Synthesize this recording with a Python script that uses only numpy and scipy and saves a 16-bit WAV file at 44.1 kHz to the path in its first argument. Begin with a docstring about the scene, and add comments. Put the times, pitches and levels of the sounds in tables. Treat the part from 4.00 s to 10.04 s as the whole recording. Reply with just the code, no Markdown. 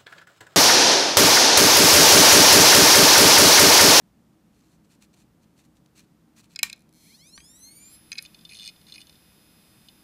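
"""A quiet room: an opened laptop hard drive lies on a table, close to a phone microphone.
Fingers rustle on it as grainy filtered noise, and the head arm knocks its stops as short contacts that ring modes.
The spindle motor steps up to speed: torque ripple and switching edges ring the base into a rising whine.
Then the arm unlatches and seeks in rattles of ticks, over steady motor tones and the noise of air
dragged by the platter."""
import sys
import numpy as np
from scipy import signal
from scipy.fft import rfft, irfft
from scipy.io import wavfile

SR = 44100
rng = np.random.default_rng(int(sys.argv[2]) if len(sys.argv) > 2 else 0)


def file_out(sig):
    """Save sig as 16-bit WAV at sys.argv[1]."""
    # one column per channel
    cols = np.atleast_2d(sig).T
    # limit, then scale
    lim = np.clip(cols, -1, 1)
    pcm = np.round(lim * 32767).astype(np.int16)
    wavfile.write(sys.argv[1], SR, pcm)


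N = 266231
TIME = np.arange(N) / SR   # seconds

SWITCHES_PER_TURN = 36   # winding switches in one turn of the platter
START_S, LOCK_S = 2.9014, 3.972   # the run-up begins; the speed loop takes over (s)
FULL_HZ = 2524.3   # winding switches per second at full speed

# Resonances of the drive's base. Each row: centre in Hz, width in Hz, level in dB.
BASE = [(1750, 580, -18), (2224, 360, 0), (2327, 360, -1), (3200, 250, -8), (4270, 180, 0),
        (5140, 130, -3.5), (6080, 440, -5), (7260, 110, -4), (7710, 240, -9), (8300, 78, -8.5),
        (8800, 360, -9.5), (9910, 940, -11.5), (10230, 310, -3.5), (11000, 540, -10.5), (12360, 750, -11),
        (13840, 1100, -10.5)]
# Colour of skin sliding on metal, also of buzzing loose parts. Each row: frequency in Hz, relative level in dB per Hz.
SLIDE = [(530, -54), (900, -11.5), (1350, -13), (1660, -10.5), (2460, -7), (3000, -8.5), (6300, -11.5),
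         (7100, -8.5), (9000, -13), (15200, -21.5)]


def from_db(db):
    """Gain for a level."""
    return 10 ** (np.asarray(db) / 20)


def rms_one(x):
    """Scale to rms 1."""
    return x / np.sqrt(np.mean(x ** 2) + 1e-20)


def in_time(points):
    """Straight lines through (seconds, value) points, sample by sample."""
    seconds, values = np.transpose(points)
    return np.interp(TIME, seconds, values)


def window(start, end, edge):
    """1 between two times, with straight edges outside them."""
    return in_time([(start - edge, 0), (start, 1), (end, 1), (end + edge, 0)])


def drift(rate_hz):
    """Slow random wander of rms 1: two-pole smoothed noise, drawn every 40 samples."""
    r = np.exp(-2 * np.pi * rate_hz * 40 / SR)
    noise = rng.standard_normal(N // 40 + 2002)
    slow = signal.lfilter([1], [1, -2 * r, r * r], noise)[2000:]   # the filter's start is dropped
    return np.interp(np.arange(N) / 40, np.arange(len(slow)), rms_one(slow))


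def coloured(spectrum):
    """Noise of rms 1 whose spectrum follows (Hz, dB per Hz) points, joined along log frequency."""
    hz, level_db = np.transpose(spectrum)
    grid = np.arange(1, N // 2 + 2) * SR / N
    gain = from_db(np.interp(np.log(grid), np.log(hz), level_db))
    return rms_one(irfft(rfft(rng.standard_normal(N)) * gain, N))


def resonance(x, hz, width_hz):
    """Two-pole peak of gain 1."""
    r = np.exp(-np.pi * width_hz / SR)
    poles = [1, -2 * r * np.cos(2 * np.pi * hz / SR), r * r]
    return signal.lfilter([(1 - r * r) / 2, 0, (r * r - 1) / 2], poles, x + 1e-18)


def body(x, modes):
    """Parallel resonances of alternating sign."""
    return sum((-1) ** k * from_db(db) * resonance(x, hz, width_hz)
               for k, (hz, width_hz, db) in enumerate(modes))


def ring(x, hz, t60):
    """A unit click sets a sine of height 1 ringing, down 60 dB after t60 seconds."""
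    r, w = from_db(-60 / (t60 * SR)), 2 * np.pi * hz / SR
    return signal.lfilter([0, np.sin(w)], [1, -2 * r * np.cos(w), r * r], x + 1e-18)


def impulses(times, sizes):
    """Band-limited clicks placed between samples."""
    at, out = np.asarray(times) * SR, np.zeros(N + 64)
    taps = np.floor(at)[:, None] + np.arange(-16, 17)
    away = taps - at[:, None]
    clicks = np.sinc(.9 * away) * np.cos(np.pi * away / 34) ** 2
    np.add.at(out, taps.astype(int), np.asarray(sizes)[:, None] * clicks)
    return out[:N]


def little_bass(x, above_hz):
    """A small body radiates little below a limit."""
    return signal.sosfilt(signal.butter(4, above_hz, "high", fs=SR, output="sos"), x)


def struck(hits, modes, spread_db, flex=0):
    """Each hit is a short rough contact in which every mode builds up to a strength of its own."""
    out, after = np.zeros(N), np.arange(800)
    count = len(modes)
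    luck = rng.standard_normal((len(hits), 2 * count + len(after)))
    for k, (hz, level_db, t60) in enumerate(modes):
        wave = np.exp(2j * np.pi * hz * after / SR)
        force = np.zeros(N + len(after))
        for (s, peak_db, tilt, base_db, contact_ms), row in zip(hits, luck):
            contact_samples = contact_ms * SR / 1000
            phase = after / contact_samples
            # a steady push at the mode's own frequency, in random phase, plus noise
            push = np.real(wave * np.exp(10j * row[count + k])) / np.sqrt(contact_samples)
            contact = (push + .75 * row[2 * count:]) * np.sqrt(phase) * np.exp(-phase)
            # what the base does not take rings the arm's flexure; -8 dB is the even share
            flex_db = flex * (-8 - base_db) * (3300 < hz < 3800)
            gain_db = peak_db + level_db + tilt * np.log2(hz / 4000) + spread_db * row[k]
            gain = from_db(gain_db + base_db * (hz < 2700) + flex_db)   # the base share acts below 2700 Hz
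            # divide by the contact's pull on this mode, so that the gain sets the ring
            strength = np.hypot(abs(contact @ wave), np.linalg.norm(contact) / 2)
            force[round(s * SR) + after] += gain * contact / strength
        out += (-1) ** k * ring(force[:N], hz, t60)
    return little_bass(out, 1800)


def room(x):
    """Diffuse echoes: noise that dies band by band, fading in over the first 1.6 ms."""
    # Decay of the room. Each row: band in Hz, time to fall 60 dB in seconds.
    band_decays = [(300, 0.48), (2000, 0.28), (6000, 0.046), (14000, 0.019)]
    t, tail = np.arange(SR // 2) / SR, 0
    for hz, t60 in band_decays:
        band = signal.butter(1, [hz / 2.2, hz * 1.5], "band", fs=SR, output="sos")
        tail = tail + signal.sosfilt(band, rng.standard_normal(len(t))) * from_db(-60 * t / t60)
    tail = tail * np.clip(t / 0.0016, 0, 1)
    return signal.fftconvolve(x, tail / np.sqrt(np.sum(tail ** 2)))[:N]


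def room_tone():
    """Broad rumble and hiss, with a few room resonances standing out."""
    # Colour of the empty room. Each row: frequency in Hz, relative level in dB per Hz.
    floor_colour = [(12, -61), (25, -20.5), (210, -4), (377, -15), (678, -20), (1220, -24.5), (2320, -31),
                    (15200, -39), (15450, -75.5)]
    # Room resonances in the rumble. Each row: centre in Hz, width of each of two passes in Hz, level in dB rms.
    rumble_peaks = [(60.5, 22, -76), (125.7, 42, -71), (164.6, 16.6, -67.5), (210.5, 38, -68.5),
                    (286.3, 32, -73), (313.2, 11.8, -72)]
    noise = rng.standard_normal(N)
    hum = 0
    for hz, width_hz, db in rumble_peaks:
        peak = resonance(resonance(noise, hz, width_hz), hz, width_hz)
        hum = hum + from_db(db) * rms_one(peak)
    return from_db(-63.5) * coloured(floor_colour) + hum


def platter_air(switch_hz):
    """Windage: air dragged by the platter hisses, growing steeply with speed."""
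    # Colour of the windage. Each row: frequency in Hz, relative level in dB per Hz.
    air_colour = [(300, 3), (600, -2.5), (2000, -2), (4300, -1.5), (5500, -5), (8000, -12), (11000, -10),
                  (13000, -30), (15200, -22), (15450, -60)]
    level = from_db(-64 + 0.07 * drift(25.0))   # at full speed
    return level * (switch_hz / switch_hz[-1]) ** 2.4 * coloured(air_colour)


def running_tones(switch_hz):
    """Once the speed loop takes over, multiples of the turning rate remain, with a once-a-turn platter shake."""
    # Tones at full speed, set to the nearest multiple of the turning rate. Each row: frequency in Hz, level in dB rms.
    tones = [(2525, -77), (3575, -75), (5050, -72), (7574, -83), (8414, -97), (8834, -85), (10099, -79),
             (10519, -73), (10799, -83), (10939, -72), (11219, -80), (11359, -79), (12199, -87),
             (12618, -84), (13044, -86), (13464, -86), (13884, -71), (14303, -86), (15143, -81)]
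    # Tones that swell for a while. Each row: frequency in Hz, start in seconds, end in seconds, added level in dB rms.
    swells = [(10939, 3.96, 3.995, -61), (10939, 4.0, 4.22, -68.5), (10939, 4.225, 4.245, -57.5),
              (10939, 4.505, 4.58, -59.5), (10939, 4.955, 5.0, -63), (8414, 5.6, 5.87, -78)]
    turns = 2 * np.pi * np.cumsum(switch_hz) / SR / SWITCHES_PER_TURN   # radians
    turn_hz = FULL_HZ / SWITCHES_PER_TURN
    out = np.zeros(N)
    for hz, db in tones:
        multiple = round(hz / turn_hz)
        level = from_db(db + 0.19 * drift(24))
        for swell_hz, start, end, swell_db in swells:
            if round(swell_hz / turn_hz) == multiple:
                level = level + from_db(swell_db) * window(start, end, 0.0091)
        out += np.sqrt(2) * level * np.sin(multiple * turns + rng.uniform(0, 2 * np.pi))
    shake = from_db(-72 + 1.1 * drift(2.7)) * (switch_hz / FULL_HZ) ** 2 * np.sin(turns)
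    return window(LOCK_S, N / SR, 0.12) * out + shake   # the tones fade in just before the lock


def fingers():
    """Skin sliding on metal: grainy hiss that swells and fades with each stroke, partly through the base."""
    # Strokes of the fingers. Each row: middle in seconds, level in dB, approximate length in ms.
    stroke_list = [(0.62, -72, 195), (0.735, -71, 62), (0.852, -71, 19), (0.928, -64, 61),
                   (1.034, -60.5, 44), (1.141, -63, 18), (1.196, -66, 79), (1.433, -70.5, 36),
                   (1.595, -64, 52), (1.651, -67, 32), (1.77, -69.5, 31), (1.8608, -62.5, 4),
                   (1.985, -56.5, 53), (2.035, -70, 38), (2.39, -57, 51), (2.446, -65, 33),
                   (2.524, -64, 49)]
    grain = from_db(3.0 * drift(240))
    strokes = 0
    for middle_s, db, ms in stroke_list:
        away = (TIME - middle_s) * 1000 / (0.51 * ms)
        strokes = strokes + from_db(db) * np.exp(-np.abs(away) ** 3.2)
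    hiss = grain * coloured(SLIDE)
    return strokes * rms_one(rms_one(hiss) + .3 * rms_one(body(hiss, BASE)))


def knocks():
    """Arm blows on its stops and latch ring the drive; some shake the table, the first of these also loose parts."""
    # Blows on the end stop. Each row: start in seconds, strength in dB, brightness in dB per octave,
    # share passed to the base in dB, contact time constant in ms.
    stop_blows = [(2.6302, -12.5, 5.5, 5.5, 0.91), (3.3768, -41.5, -13.5, -5, 0.56),
                  (3.4025, -50.5, -10, -1.5, 1.2)]
    # The arm tugging at its latch, later leaving it. Each row: start in seconds, strength in dB,
    # brightness in dB per octave, share passed to the base in dB.
    latch_blows = [(2.5496, -56, 0, -2), (2.5591, -27, -0.5, -6), (2.59, -28.5, 6, 5),
                   (2.6976, -29.5, 0.5, -6), (2.7283, -29.5, 4, 1.5), (4.1175, -27, 0.5, -2.5),
                   (4.1278, -31.5, -1, -3.5), (4.154, -41.5, -1, -6), (4.173, -45.5, -5, -2),
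                   (4.1801, -32.5, -3, -9), (4.183, -29.5, 3, 1.5), (4.1877, -27.5, -2.5, -3.5),
                   (4.224, -56.5, 27.5, 0)]
    # Modes of the stop, then of the latch. Each row: frequency in Hz, relative level in dB, 60 dB decay in seconds.
    stop_modes = [(1594, -27, 0.088), (1850, -18, 0.06), (2223, -11.5, 0.031), (2380, -17, 0.099),
                  (2460, -2, 0.014), (3330, 0, 0.0074), (4036, -3, 0.021), (4450, -4, 0.0094),
                  (5130, 2, 0.011), (6200, 3, 0.0063), (7040, -11, 0.014), (7660, -8.5, .008),
                  (8750, -12, 0.012), (10050, -10, 0.0065), (11850, -0.5, 0.0031), (12000, -12.5, 0.0071),
                  (13800, -14.5, .006)]
    latch_modes = [(1375, -18.5, 0.09), (1560, -15, 0.039), (1838, -9.5, 0.031), (2195, -6.5, 0.053),
                   (2506, 6.5, 0.019), (3400, -6, 0.011), (4090, 3, 0.012), (5003, 2, 0.014),
                   (6260, -6, 0.0086), (7204, -5.5, 0.0063), (8790, -8, 0.0052), (11300, -16, 0.004),
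                   (13500, -20.5, .004)]
    # Blows that also move the table. Each row: start in seconds, strength in dB, brightness in dB per octave.
    thumps = [(2.6309, 1, 1.5), (3.3777, -16, -4)]
    # Modes of the table. Each row: frequency in Hz, level in dB, 60 dB decay in seconds.
    table_modes = [(65, -56.5, 0.55), (212, -51, 0.27), (930, -47, 0.062), (1160, -29.5, 0.024),
                   (1565, -30, 0.028)]
    latch_contact_ms = 1.28
    blows = struck(stop_blows, stop_modes, spread_db=3.0)
    latch_hits = [(*row, latch_contact_ms) for row in latch_blows]
    blows = blows + struck(latch_hits, latch_modes, spread_db=3.5)
    thump_s, thump_db, tilt = np.transpose(thumps)
    since = TIME - thump_s[0]
    rattle_level = (since > 0) * from_db(-32.5 - 60 * np.abs(since) / 0.14)   # dies 60 dB in 0.14 s
    rattle = rattle_level * coloured(SLIDE)
    table = 0
    for hz, db, t60 in table_modes:
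        sizes = from_db(thump_db + db + tilt * np.log2(hz / 1000))
        table = table + ring(impulses(thump_s, sizes), hz, t60)
    return blows + rattle + table


def seeks():
    """Ticks of the arm starting and stopping, with a rough shake of its modes while it sweeps."""
    # Ticks of the seeking arm. Each row: start in seconds, strength in dB, share passed to the base in dB.
    tick_list = [(4.2495, -42, -6), (4.2586, -43, -30), (4.3445, -39.5, -15.5), (4.389, -51.5, -17),
                 (4.4096, -50, -21), (4.45, -39.5, -30), (4.4911, -45, -24), (4.496, -43, -4),
                 (4.5005, -46, -15), (4.5101, -49, 9), (4.5205, -43, 5), (4.5323, -41.5, 0.5),
                 (4.5446, -44, -1), (4.5508, -42, -31), (4.559, -44, -13), (4.5683, -42, -17),
                 (4.5765, -46, -21), (4.5866, -38.5, -19), (4.5955, -37, -24), (4.605, -42, -24),
                 (4.6145, -40, -20), (4.6225, -41, -13), (4.6295, -36, -8), (4.64, -37.5, -13),
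                 (4.649, -37.5, -14), (4.6582, -37, -11), (4.6658, -35, -14), (4.6754, -30, -7),
                 (4.6861, -36, -2.5), (4.6915, -39, -27), (4.697, -45, -3), (4.7597, -55, -26),
                 (4.8123, -51.5, -19), (4.8663, -49.5, -18), (4.8705, -60, -23), (4.884, -51, -30),
                 (4.897, -51, -24), (4.9218, -40.5, -36), (4.9385, -42, -13), (4.9445, -43, -6),
                 (4.9493, -47, -15), (4.9566, -38.5, 2.5), (4.9791, -44, 4.5), (5.003, -44, -15),
                 (5.008, -57, -22), (5.0144, -40, -16), (5.0235, -56, -25), (5.0685, -49, -23),
                 (5.0943, -46, -10), (5.1257, -54, -22), (5.1541, -54, -19), (5.885, -41, -22)]
    # Modes of the arm. Each row: frequency in Hz, relative level in dB, 60 dB decay in seconds.
    arm_modes = [(2150, -6, 0.015), (2478, 2.5, 0.035), (2950, -8, 0.03), (3560, -6, 0.032),
                 (4250, 1.5, 0.014), (4640, -3, 0.012), (5040, -1, 0.012), (6400, -5, 0.009),
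                 (8700, -3, 0.0075), (9400, -14, 0.0048), (11600, -11.5, 0.0083)]
    # Sweeps of the arm. Each row: start in seconds, end in seconds, first level in dB, last level in dB.
    sweeps = [(4.212, 4.261, -60, -56), (4.5, 4.698, -59, -54), (4.874, 5.013, -57, -57)]
    contact_ms = 1.47   # time constant
    hits = [(s, db, 0, base_db, contact_ms) for s, db, base_db in tick_list]
    ticks = struck(hits, arm_modes, spread_db=2.5, flex=.5)
    noise = rng.standard_normal(N) * from_db(2.4 * drift(70))
    shake = rms_one(sum(from_db(db - 11.0 * (hz < 2700)) * ring(noise, hz, t60) for hz, db, t60 in arm_modes))
    sweeping = 0
    for start, end, first_db, last_db in sweeps:
        level = from_db(in_time([(start, first_db), (end, last_db)]))
        sweeping = sweeping + window(start, end, .006) * level
    soft = signal.butter(2, [1600, 11000], "band", fs=SR, output="sos")   # a soft contact dulls the top; little sounds below 1.6 kHz
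    return signal.sosfilt(soft, ticks + sweeping * shake)


def speed():
    """Winding switches per second: climb toward a free speed never reached, then settle under the speed loop."""
    free_hz, climb_s, climb_shape, settle_s = 3276.5, .7395, 1.0965, .05
    since = np.clip(TIME - START_S, 0, LOCK_S - START_S)
    climb = free_hz * (1 - np.exp(-(since / climb_s) ** climb_shape))
    settling = FULL_HZ + (climb - FULL_HZ) * np.exp(-np.abs(TIME - LOCK_S) / settle_s)
    return np.where(TIME < LOCK_S, climb, settling)


def drive():
    """Run-up current in dB: grows slowly, falls away near full speed."""
    growth_db_per_s, cut_s, cut_db_per_s = 3, 3.955, 600
    return -54 + growth_db_per_s * (TIME - START_S) - cut_db_per_s * np.maximum(TIME - cut_s, 0)


def motor(switch_hz, drive_db):
    """Torque ripple and switching edges shake the base; unequal windings rock the platter between the main tones."""
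    # Lone winding switches while the rotor is lined up. Each row: start in seconds, strength in dB.
    nudge_list = [(2.761, -31), (2.778, -34.5), (2.793, -31.5), (2.806, -33), (2.8202, -32.5),
                  (2.8915, -31.5)]
    # Torque ripple at 1, 2, 3 .. times the switching rate. Each entry: relative level in dB.
    torque_db = [-10.5, -2, 3, 4.5, 3, -0.5, -3, -31]
    # Unequal pull of the six switching steps. Each entry: relative strength in dB.
    balance_db = [-5, -5, 3, -2, -0.5, 4.5]
    # Resonances of the rocked platter. Each row: centre in Hz, width in Hz, level in dB.
    platter_modes = [(6030, 910, -18), (8700, 390, -7.5), (10690, 165, 4), (10830, 140, -1),
                     (11200, 180, -8), (12500, 570, -27)]

    count = np.cumsum(switch_hz) / SR   # winding switches so far
    steps = np.arange(1, int(count[int(4.2 * SR)]))
    times = np.interp(steps, count, TIME)
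    at = (times * SR).astype(int)
    size = from_db(drive_db[at] + 23.5 + rng.normal(0, 0.73, len(steps)))
    nudge_s, nudge_db = np.transpose(nudge_list)
    nudges = impulses(nudge_s, from_db(nudge_db))

    per_step = 20 * from_db(drive_db + 1.5 * drift(38)) * switch_hz / SR * (count < steps[-1])
    ripple = 0
    for k, db in enumerate(torque_db, start=1):
        level = from_db(db + 3.5 * drift(12))   # each ripple tone swells and fades by itself
        in_band = k * switch_hz < .4 * SR
        ripple = ripple + level * np.cos(2 * np.pi * k * count) * in_band

    uneven = rms_one(from_db(balance_db) / np.mean(from_db(balance_db)) - 1)
    rock_level = from_db(-7 + 4 * drift(14))   # the rocking comes and goes
    twice_a_turn = 1 + .3 * np.cos(4 * np.pi * count / SWITCHES_PER_TURN)
    rocking = rock_level * twice_a_turn * impulses(times, size * uneven[steps % len(uneven)])

    # the slow rotor is kicked hard and unevenly: edges come a few percent of a step early or late
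    harsh = np.minimum(1, 650 / switch_hz[at]) ** 1.67
    slip = .04 * harsh * rng.standard_normal(len(steps))
    edges = from_db(1.5) * impulses(np.interp(steps + slip, count, TIME), size * harsh)

    # a dull, rough pull that grows steeply toward full speed
    dull = signal.sosfilt(signal.butter(3, 5600, fs=SR, output="sos"), rng.standard_normal(N))
    shudder = from_db(drive_db + 5.5) * (switch_hz / FULL_HZ) ** 15 * dull

    push = per_step * ripple + edges + nudges + from_db(-14) * rocking + shudder
    whine = little_bass(body(push, BASE) + body(rocking + nudges, platter_modes), 1750)
    # the whine is low-passed at 15.2 kHz
    return signal.sosfilt(signal.butter(12, 15200, fs=SR, output="sos"), whine)


def scene():
    """Drive and fingers close by, a little room, the floor."""
    switch_hz = speed()
    near = motor(switch_hz, drive()) + knocks() + seeks() + fingers()
    steady = running_tones(switch_hz) + platter_air(switch_hz) + room_tone()
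    return (near + from_db(-21.5) * room(near) + steady)[None]


def record(dry):
    """The top is cut, down 70 dB from 16.46 kHz."""
    return signal.sosfilt(signal.cheby2(14, 70, 16460, fs=SR, output="sos"), dry)


dry = scene()
out = record(dry)
file_out(out)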